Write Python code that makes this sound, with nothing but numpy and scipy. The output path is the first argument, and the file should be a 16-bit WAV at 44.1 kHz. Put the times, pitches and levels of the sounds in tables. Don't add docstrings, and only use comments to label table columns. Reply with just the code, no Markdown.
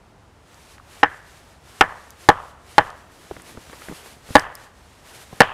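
import sys
import numpy as np
from scipy import signal
from scipy.fft import rfft, irfft
from scipy.io import wavfile

SR = 44100
rng = np.random.default_rng(int(sys.argv[2]) if len(sys.argv) > 2 else 0)


def put_to_file(sound):
    columns = np.atleast_2d(sound).T
    safe = np.clip(columns, -1, 1)
    whole_steps = np.round(safe * 32767)
    wavfile.write(sys.argv[1], SR, whole_steps.astype(np.int16))


def boost_factor(decibels):
    exponent = np.asarray(decibels, float) / 20
    return 10 ** exponent


N = 243873


def rms_one(x):
    return x / np.sqrt(np.mean(x ** 2) + 1e-20)


def coloured(x, spectrum):
    hz, db = np.transpose(spectrum)
    bins_hz = np.maximum(np.fft.rfftfreq(len(x), 1 / SR), 1)
    gain_db = np.interp(np.log(bins_hz), np.log(hz), db)
    return irfft(rfft(x) * boost_factor(gain_db), len(x))


def drift(rate_hz):
    knots = rng.standard_normal(int(N / SR * 60) + 3)
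    position = np.arange(N) / SR * np.clip(rate_hz, .1, 59)
    return np.interp(position, np.arange(len(knots)), knots) * 1.22


def ring(clicks, hz, t60_s):
    r = boost_factor(-60 / (t60_s * SR))
    w = 2 * np.pi * hz / SR
    return signal.lfilter([0, np.sin(w)], [1, -2 * r * np.cos(w), r * r], clicks + 1e-18)


def burst(t60_s, low_hz, high_hz, size=2000):
    noise = rng.standard_normal(size) * boost_factor(-60 * np.arange(size) / SR / t60_s)
    band_hz = [low_hz, min(high_hz, .45 * SR)]
    return signal.sosfilt(signal.butter(2, band_hz, "band", fs=SR, output="sos"), noise)


def add(track, s, sound):
    at = round(s * SR)
    track[at:at + len(sound)] += sound[:N - at]


def air():
    # (frequency [Hz], density [dB per Hz])
    air_spectrum = [(12, -70), (20, -17.5), (70, -0.5), (169, -10.5), (302, -13.5), (387, -14), (497, -15),
                    (796, -14), (865, -13.5), (1880, -25), (9900, -39.5), (15000, -58)]
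    level_db = -51.5 - 0.5 + 0.4 * drift(1.0)
    return boost_factor(level_db) * rms_one(coloured(rng.standard_normal(N), air_spectrum))


def movement_db():
    # (start [s], hold [s], level [dB])
    moves = [(0.529, 0.22, -54.5), (0.914, 0.096, -51), (1.104, 0.069, -56.5), (1.274, 0.13, -55.5),
             (1.46, 0.064, -57.5), (1.696, .12, -51), (1.87, 0.24, -56.5), (2.205, 0.11, -51),
             (2.418, .08, -56), (2.705, 0.093, -50), (2.84, 0.019, -52.5), (2.977, 0.033, -57),
             (3.157, 0.24, -53), (3.492, 0.0082, -44), (3.613, 0.15, -50.5), (3.812, 0.079, -44.5),
             (3.948, .17, -46.5), (4.282, .09, -49.5), (4.348, 0.034, -43.5), (4.569, .08, -55),
             (4.78, 0.22, -59), (5.097, 0.13, -47), (5.324, .1, -49.5), (5.436, 0.063, -56)]
    rise_db_per_s, fall_db_per_s, still_db = 160.5, 199.5, -72
    t, power = np.arange(0, N, 32) / SR, boost_factor(2 * still_db)
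    for s, hold_s, db in moves:
        away_db = rise_db_per_s * np.maximum(s - t, 0) + fall_db_per_s * np.maximum(t - s - hold_s, 0)
        power = power + boost_factor(2 * (db - away_db))
    return np.interp(np.arange(N) / SR, t, 10 * np.log10(power))


def jacket():
    # (frequency [Hz], density [dB per Hz])
    swish_spectrum = [(880, -18.5), (1500, -9), (2300, -1.5), (2590, -2), (2940, -1), (5120, -2.5),
                      (8000, -4), (11500, -11), (14500, -28), (16000, -29.5)]
    # (frequency [Hz], density [dB per Hz])
    rustle_spectrum = [(150, -16), (400, -3), (900, -4.5), (1800, -5.5), (2800, -14), (5000, -26.5)]
    swish_db = movement_db()
    grains = rng.standard_normal((2, N)) * boost_factor(2.6 * rng.standard_normal((2, N)))
    swish = rms_one(coloured(grains[0], swish_spectrum)) * boost_factor(swish_db + 1.2 * drift(32))
    sheen = signal.sosfilt(signal.butter(2, 10740, "high", fs=SR, output="sos"), swish)
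    swish = swish + sheen * boost_factor(-1.5 + .6 * (swish_db + 54.5))
    rustle_db = -55.5 + .7 * (swish_db + 56)
    rustle = rms_one(coloured(grains[1], rustle_spectrum)) * boost_factor(rustle_db + 0.93 * drift(28))
    return swish + rustle


def chips():
    # (time [s], peak [dB], pitch [Hz], t60 [s])
    ticks = [(.544, -41, 6000, 0.008), (0.781, -36, 1430, 0.0096), (0.798, -37.5, 1180, 0.012),
             (2.1056, -29.5, 8500, 0.005), (2.836, -50, 7000, .005), (2.903, -33.5, 4970, 0.0057),
             (2.906, -30, 1200, 0.01), (3.42, -34, 8000, 0.0066), (3.819, -34, 1500, .008),
             (4.3958, -14.5, 4120, 0.0045), (4.447, -49, 8000, .005), (4.5527, -25, 9400, 0.0057),
             (4.554, -34.5, 5200, 0.021)]
    out = np.zeros(N)
    for s, peak_db, hz, t60_s in ticks:
        span = 0.88 + 0.0039 / t60_s
        snap = burst(t60_s, low_hz=hz / span, high_hz=hz * span)
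        add(out, s, boost_factor(peak_db + 1.5) * snap / np.abs(snap).max())
    return out


def knock(low_db, upper_db, crack_db, ring_share):
    # (frequency [Hz], level [dB], t60 [s])
    stake = [(109, -19.5, 0.14), (194.3, -19.5, 0.062), (300, -12, 0.096), (479.5, -6, 0.074),
             (643.5, -11, 0.072), (809, 2, 0.031), (964, -2, 0.023), (1128, -2.5, 0.025),
             (1300, 1.5, 0.015), (1452, 0, 0.021), (1674, -3, 0.025), (1801, -1.5, 0.027),
             (2167, -0.5, 0.0085), (2638, -9.5, 0.019), (3034, -7, 0.016), (4020, -28.5, 0.021),
             (5200, -27.5, 0.029)]
    # (delay [s], level [dB])
    rebounds = [
        (.0012, -2),
        (.0037, -1.5),
        (.0074, -10),
    ]
    contacts = [(0.00041, -5)] + rebounds
    sound = np.zeros(8000)
    loudest_db = max(mode[1] for mode in stake)
    for hz, level_db, t60_s in stake:
        group_db = low_db if 250 < hz < 700 else upper_db if hz > 1050 else 0
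        strengths, signs = rng.normal(0, 1, (2, 4))
        clicks = np.zeros(8000)
        for (s, db), strength, sign in zip(contacts, strengths, signs):
            polarity = 1 if sign < .2 or level_db == loudest_db else -1
            clicks[round(s * SR)] = boost_factor(db + 2 * strength) * polarity
        sound += boost_factor(level_db + group_db) * ring(clicks, hz, t60_s * ring_share)
    sound = signal.sosfilt(signal.butter(3, [170., 8000.], "band", fs=SR, output="sos"), sound)
    sound[18:2018] += boost_factor(crack_db) * burst(t60_s=0.021, low_hz=2440, high_hz=10500)
    return sound


def slap(band_db):
    # (frequency [Hz], t60 [s])
    clap = [(650, 0.0034), (1120, 0.0056), (1700, 0.0053), (2700, 0.0024)]
    click = np.arange(1000) == 0
    return sum(boost_factor(db) * ring(click, hz, t60_s) for db, (hz, t60_s) in zip(band_db, clap))


def woodland():
    # (delay [s], level [dB])
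    echoes = [
        (0.0131, 2.5),
        (.0270, -21.5),
        (0.0314, -24),
    ]
    # (frequency [Hz], level [dB])
    trunks = [(100, -7), (300, -18.5), (600, -2), (1000, -3), (1800, -1), (2400, -7.5), (3300, -8),
              (3800, -16.5), (7000, -20.5), (12000, -42.5)]
    # (delay [s], spread [s], level [dB])
    stands = [(.045, 0.0072, 0.5), (0.062, 0.011, -3.5), (0.073, 0.0036, 3), (0.091, 0.0041, 3),
              (0.127, 0.0031, 0), (.185, 0.004, -6)]
    near_t60_s, far_t60_s, near_db, far_db = 0.064, 0.63, -3, -33.5
    t = np.arange(40000) / SR
    hit = rng.random(len(t)) < .15
    scatter = rms_one(rng.standard_normal(len(t)) * hit) * np.clip((t - .012) / 0.016, 0, 1)
    scatter *= boost_factor(near_db - 7.5 - 60 * t / near_t60_s) + boost_factor(far_db - 4.5 - 60 * t / far_t60_s)
    scatter *= boost_factor(sum(db * np.exp(-.5 * ((t - s) / spread_s) ** 2) for s, spread_s, db in stands))
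    returns = np.zeros(len(t))
    for s, db in echoes:
        returns[round(s * SR)] = boost_factor(db)
    return coloured(returns, trunks), coloured(scatter, trunks)


def hatchet():
    # (time [s], peak [dB], low modes [dB], upper modes [dB], crack [dB])
    knocks = [
        (1.0303, -2.5, -8.5, 0.5, -36),
        (1.809, 2, -12, 0, -16.5),
        (2.2875, 9, -9.5, -7, -25),
        (2.7807, 4.5, -7.5, -3.5, -55),
        (4.3530, 8.5, -4, -4, -11),
        (5.4040, 7.5, -3, 1, -14),
    ]
    # (single returns [dB], then each clap band [dB])
    wood_returns = [(1, -22, -13, -0.5, -19), (-1.5, -9, 1.5, -1.5, -19.5), (-5, -8, 5, -14.5, -7.5),
                    (-9, -3, 0, -5, -6.5), (-4, -5, 2.5, 2.5, -2), (-1.5, -18, 4, -0.5, 8)]
    out = np.zeros(N)
    returns, scatter = woodland()
    t = np.arange(8000) / SR
    for (s, peak_db, *colour), (returns_db, *band_db) in zip(knocks, wood_returns):
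        ring_share = np.clip(0.84 - 0.061 * s, .3, 1)
        sound = boost_factor(peak_db - 2.0) * knock(*colour, ring_share)
        add(out, s, sound)
        add(out, s, boost_factor(returns_db) * signal.fftconvolve(sound * boost_factor(-60 * t / 0.016), returns))
        add(out, s, signal.fftconvolve(slap(band_db), scatter))
    return out


def boots():
    # (time [s], level [dB])
    shuffle = [(2.95, -51), (3.488, -48), (3.68, -51), (4.33, -56)]
    # (time [s], peak [dB], pitch [Hz], t60 [s], grit [dB])
    steps = [(3.310, -25, 370, 0.019, -4), (3.365, -32, 680, 0.0049, -1.5), (3.397, -40, 805, 0.0088, 3),
             (3.549, -38, 300, 0.011, -10), (3.572, -28.5, 354, 0.0068, -16), (3.696, -38, 400, 0.0059, 0),
             (3.729, -31.5, 1140, 0.0099, -21), (3.817, -37, 1300, 0.016, 0),
             (3.884, -28.5, 373, 0.029, 1.5), (3.895, -28.5, 248, 0.0067, -15),
             (3.912, -27.5, 360, 0.0088, -16), (3.922, -27.5, 340, 0.016, -23),
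             (4.059, -45, 1510, 0.0063, 7), (4.122, -43, 500, 0.01, -26), (4.165, -41, 360, 0.016, -10),
             (4.289, -35, 500, 0.0084, -12), (4.303, -25.5, 221, 0.013, -12.5),
             (5.327, -30, 375, 0.018, -13)]
    s, level_db = np.transpose(shuffle)
    shuffle_db = np.interp(np.arange(N) / SR, s, level_db, -90, -90)
    rumble = rms_one(coloured(rng.standard_normal(N), [(60, -12.0), (130, 2.0), (350, 4.5), (700, -27.0)]))
    out = rumble * boost_factor(shuffle_db - 8.5 + 2.3 * drift(31))
    for s, peak_db, hz, t60_s, grit_db in steps:
        crush = burst(t60_s=0.037, low_hz=78.5, high_hz=3020)
        crush[0] += 6.0
        thud = ring(crush, hz, t60_s)
        thud = thud + 1.1 * ring(crush, 1.65 * hz, 0.38 * t60_s)
        thud = thud + 0.88 * ring(crush, 0.47 * hz, 1.1 * t60_s)
        grit = boost_factor(grit_db) * 3.0 * burst(t60_s=0.015, low_hz=614, high_hz=1640)
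        add(out, s + 0.00105, boost_factor(peak_db + 2.5) * (thud / np.abs(thud).max() + grit))
    return out


def scene():
    return (air() + jacket() + chips() + hatchet() + boots())[None]


def top_cut(x):
    return signal.sosfilt(signal.butter(12, 16290, fs=SR, output="sos"), x)


def record(dry):
    clipped = .99 * dry / (1 + np.abs(dry) ** 16) ** (1 / 16)
    cut = signal.sosfilt(signal.cheby2(10, 30, 15900, fs=SR, output="sos"), clipped)
    return top_cut(cut)


dry = scene()
out = record(dry)
put_to_file(out)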